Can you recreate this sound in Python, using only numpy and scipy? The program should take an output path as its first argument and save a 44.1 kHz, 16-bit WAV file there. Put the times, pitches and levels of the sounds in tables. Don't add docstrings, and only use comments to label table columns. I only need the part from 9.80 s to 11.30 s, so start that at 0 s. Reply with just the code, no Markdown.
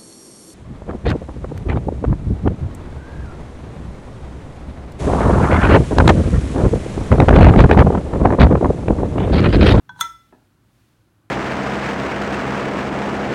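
import sys
import numpy as np
from scipy import signal
from scipy.fft import rfft, irfft
from scipy.io import wavfile

SR = 44100
rng = np.random.default_rng(int(sys.argv[2]) if len(sys.argv) > 2 else 0)


def output_pcm(signal):
    pcm = np.clip(np.atleast_2d(signal).T, -1, 1) * 32767
    wavfile.write(sys.argv[1], SR, np.round(pcm).astype(np.int16))


N = 66150
TIME = np.arange(N) / SR


# pitch in Hz, noise level in dB per Hz.
RUMBLE_SPECTRUM = [(32, -18), (42, -11.5), (55, -2), (75, -8), (105, 3), (135, -3.5), (200, -8.5),
                   (325, -7), (420, -18), (800, -21), (1500, -20.5), (3000, -49.5)]
# pitch in Hz, noise level in dB per Hz.
HISS_SPECTRUM = [(880, -31), (1500, -7.5), (2000, -3.5), (4420, -7), (4970, -9.5), (14300, -14.5),
                 (16000, -15.5)]
# time in seconds, overall (rms) level in dB.
HISS_LEVEL_OVER_TIME = [(0.0, -73), (0.132, -70), (0.262, -66), (0.638, -70.5), (0.802, -73),
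                        (1.018, -67.5), (1.244, -72.5), (1.5, -74.5)]
# pitch in Hz, noise level in dB per Hz.
WHINE_SPECTRUM = [(9500, -36), (10150, 0.5), (10800, -35.5)]
RUMBLE_DB, WHINE_DB = -60, -89

# pitch in Hz, noise level in dB per Hz.
ROCKING_SPECTRUM = [(45, -12.5), (65, -3), (105, 3.5), (160, 4), (230, -9.5), (500, -20.5), (1000, -47)]
ROCKING_PEAK_DB, ROCKING_PEAK_S, ROCKING_WIDTH_S = -51.5, 0.18, 0.077

# start in seconds, level in dB, contact brightness in Hz.
KNOCK_BLOWS = [(0.0913, -11.5, 6000), (0.0931, 0, 4003), (0.1605, -6.5, 699), (0.191, -3.5, 1000),
               (0.1939, 1.5, 799)]
HELD_LID_MODES = {865: (-33, 0.069), 958: (-30, 0.099), 1025: (-44.5, 0.024), 1490: (-44.5, .04),
                  1527: (-29.5, 0.13), 1645: (-48.5, .05), 3382: (-38, 0.075), 4070: (-44.5, .035),
                  5750: (-42.5, .02), 6369: (-46, .06)}

# pitch in Hz, noise level in dB per Hz.
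SLIDE_SPECTRUM = [(500, -14.5), (950, 8.5), (1500, 3.5), (2500, -13), (4000, 2), (5000, -13), (6500, -3.5),
                  (7500, -10.5), (8600, -6), (11000, -14.5), (15000, -21.5)]
SLIDE_END_S, SLIDE_END_DB, SLIDE_RISE_DB_PER_S, SLIPS_PER_S = 0.206, -42.5, 540, 7000

# start in seconds, level in dB,
# and the pitch in Hz below which the contact excites less and less.
CLINK_BLOWS = [(0.2041, -9.5, 12000), (.2074, -12.5, 3000), (0.2099, 0, 400)]
FREE_LID_MODES = { 945: (-26.5, 0.19), 1335: (-19, .33), 1355: (-20.5, .3), 1400: (-17, 0.036),
                  1827: (-41.5, .2), 2019: (-32, 0.18), 2024: (-45.5, .55), 2570: (-46, 0.17),
                  3307: (-32, 0.086), 3470: (-14, 0.062), 3456: (-40.5, 0.44), 3471: (-41, 0.49),
                  3760: (-29, 0.024), 4124: (-39.5, 0.16), 5280: (-49.5, 0.48), 5600: (-21.5, .015),
                  6364: (-22.5, .065), 6746: (-28.5, 0.057), 8510: (-25.5, .04), 8853: (-27, 0.04),
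                  13329: (-26, 0.034)}
# pitch in Hz, noise level in dB per Hz.
CRASH_SPECTRUM = [(400, -18), (700, -5.5), (1300, 5), (2000, -7), (2450, -12.5), (2950, -15.5), (3700, 7.5),
                  (4600, -9.5), (6300, 0), (9000, 2.5), (11500, -5), (15500, -6.5)]
# pitch in Hz, level in dB per Hz.
AFTER_RING_SPECTRUM = [(300, -11.5), (700, -14.5), (1000, -2), (1400, 0.5), (2100, 0), (2800, -12.5),
                       (3450, 1.5), (4700, -20), (5400, -2.5), (6500, -1), (7700, -13), (8800, -8.5),
                       (11000, -16.5), (15500, -20.5)]
CRASH_DB, CRASH_T60_S = -18.5, 0.025
AFTER_RING_DB, AFTER_RING_T60_S = -34.5, 0.26
SMALL_MODES, SMALL_MODE_LOW_HZ, SMALL_MODE_HIGH_HZ = 700, 300, 16500
POT_SWAY_MODES = {56: (-50.5, 0.86), 105: (-52, 0.36), 151: (-51.5, .2)}

# start in seconds, level in dB.
THUD_BLOWS = [(0.5248, 3), (0.5277, -12), (0.5366, -20)]
HANDLE_MODES = {280: (-54, 0.15), 350: (-42, 0.079), 435: (-55.5, 0.11), 650: (-44.5, 0.039),
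                845: (-45.5, 0.05), 950: (-52, 0.047), 1285: (-52, 0.07), 1620: (-63, 0.063),
                1760: (-54, 0.045), 2573: (-63, 0.086)}
# pitch in Hz, noise level in dB per Hz.
CLATTER_SPECTRUM = [(180, 11), (350, 2), (900, 0), (1200, -16), (1750, -3.5), (2100, -38), (5000, -49)]
CLATTER_DB, CLATTER_T60_S = -51.5, 0.19

KNOCK_ROOM_DB, CLINK_ROOM_DB, THUD_ROOM_DB, ROOM_T60_S = -11, -17, -4.5, 0.38
LID_LOW_CUT_HZ = 823
BUILD_UP_CYCLES = 0.98
TOP_CUT_HZ = 17200


def from_db(db):
    return 10 ** (np.asarray(db) / 20)


def colour(x, spectrum):
    table_hz, table_db = np.transpose(spectrum)
    hz = np.maximum(np.arange(N // 2 + 1) * SR / N, 1)
    fade_below = np.minimum(hz / table_hz[0], 1) ** 2
    gain = from_db(np.interp(np.log(hz), np.log(table_hz), table_db))
    y = irfft(rfft(x) * fade_below * gain, N)
    return y / np.std(y)


def noise(spectrum):
    return colour(rng.standard_normal(N), spectrum)


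def background():
    hiss_db = np.interp(TIME, *np.transpose(HISS_LEVEL_OVER_TIME))
    rumble = from_db(RUMBLE_DB) * noise(RUMBLE_SPECTRUM)
    hiss = from_db(hiss_db) * noise(HISS_SPECTRUM)
    whine = from_db(WHINE_DB) * noise(WHINE_SPECTRUM)
    return rumble + hiss + whine


def rocking():
    swell = np.exp(-0.5 * ((TIME - ROCKING_PEAK_S) / ROCKING_WIDTH_S) ** 2)
    return from_db(ROCKING_PEAK_DB) * noise(ROCKING_SPECTRUM) * swell


def decay(t60):
    return np.exp(-np.log(1000) * TIME / t60)


def convolve(x, response):
    return signal.fftconvolve(x, response)[:N]


def click(s, db):
    return from_db(db) * (np.arange(N) == int(s * SR))


def one_pole(x, hz, kind):
    return signal.lfilter(*signal.butter(1, hz, kind, fs=SR), x)


def ring(modes):
    total = np.zeros(N)
    for hz, (db, t60) in modes.items():
        build_up = 1 - np.exp(-TIME * hz / BUILD_UP_CYCLES)
        total += from_db(db) * build_up * decay(t60) * np.sin(2 * np.pi * hz * TIME)
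    return total


def radiate(x):
    return signal.sosfilt(signal.butter(3, LID_LOW_CUT_HZ, "high", fs=SR, output="sos"), x)


def kitchen(x, room_db):
    tail = rng.standard_normal(N) * decay(ROOM_T60_S) * (TIME > 0.004)
    return x + from_db(room_db) * convolve(x, tail / np.linalg.norm(tail))


def knocks():
    blows = sum(one_pole(click(s, db), hz, "low") for s, db, hz in KNOCK_BLOWS)
    soft_blows = one_pole(blows, hz=6000, kind="low")
    lid = convolve(soft_blows, ring(HELD_LID_MODES))
    return kitchen(radiate(lid), KNOCK_ROOM_DB)


def slide():
    slips = (rng.random(N) < SLIPS_PER_S / SR) * rng.standard_normal(N)
    seconds_left = np.maximum(SLIDE_END_S - TIME, 0)
    swell = from_db(SLIDE_END_DB - SLIDE_RISE_DB_PER_S * seconds_left)
    return colour(slips, SLIDE_SPECTRUM) * swell * (TIME < SLIDE_END_S)


def shimmer(spectrum):
    place, strength, phase = rng.random((SMALL_MODES, 3)).T
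    position = (np.arange(SMALL_MODES) + place) / SMALL_MODES
    hz = SMALL_MODE_LOW_HZ + (SMALL_MODE_HIGH_HZ - SMALL_MODE_LOW_HZ) * position ** 2
    lines = np.zeros(N // 2 + 1, complex)
    lines[(hz * N / SR).astype(int)] = strength * np.exp(2j * np.pi * phase)
    return colour(irfft(lines, N), spectrum)


def clink():
    blows = sum(one_pole(click(s, db), hz, "high") for s, db, hz in CLINK_BLOWS)
    crash = from_db(CRASH_DB) * noise(CRASH_SPECTRUM) * decay(CRASH_T60_S)
    after_ring = from_db(AFTER_RING_DB) * shimmer(AFTER_RING_SPECTRUM) * decay(AFTER_RING_T60_S)
    struck_lid = kitchen(radiate(ring(FREE_LID_MODES) + crash), CLINK_ROOM_DB)
    lid = convolve(blows, struck_lid + after_ring)
    full_blow_s = CLINK_BLOWS[-1][0]
    sway = convolve(click(full_blow_s, 0), ring(POT_SWAY_MODES))
    return lid + sway


def handle():
    blows = one_pole(sum(click(s, db) for s, db in THUD_BLOWS), hz=1930, kind="low")
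    clatter = from_db(CLATTER_DB) * noise(CLATTER_SPECTRUM) * decay(CLATTER_T60_S)
    thud = convolve(blows, ring(HANDLE_MODES) + clatter)
    return kitchen(thud, THUD_ROOM_DB)


def scene():
    mix = knocks() + slide() + clink() + handle() + rocking() + background()
    return mix[None]


def record(dry):
    return signal.sosfilt(signal.cheby2(12, 60, TOP_CUT_HZ, fs=SR, output="sos"), dry)


dry = scene()
out = record(dry)
output_pcm(out)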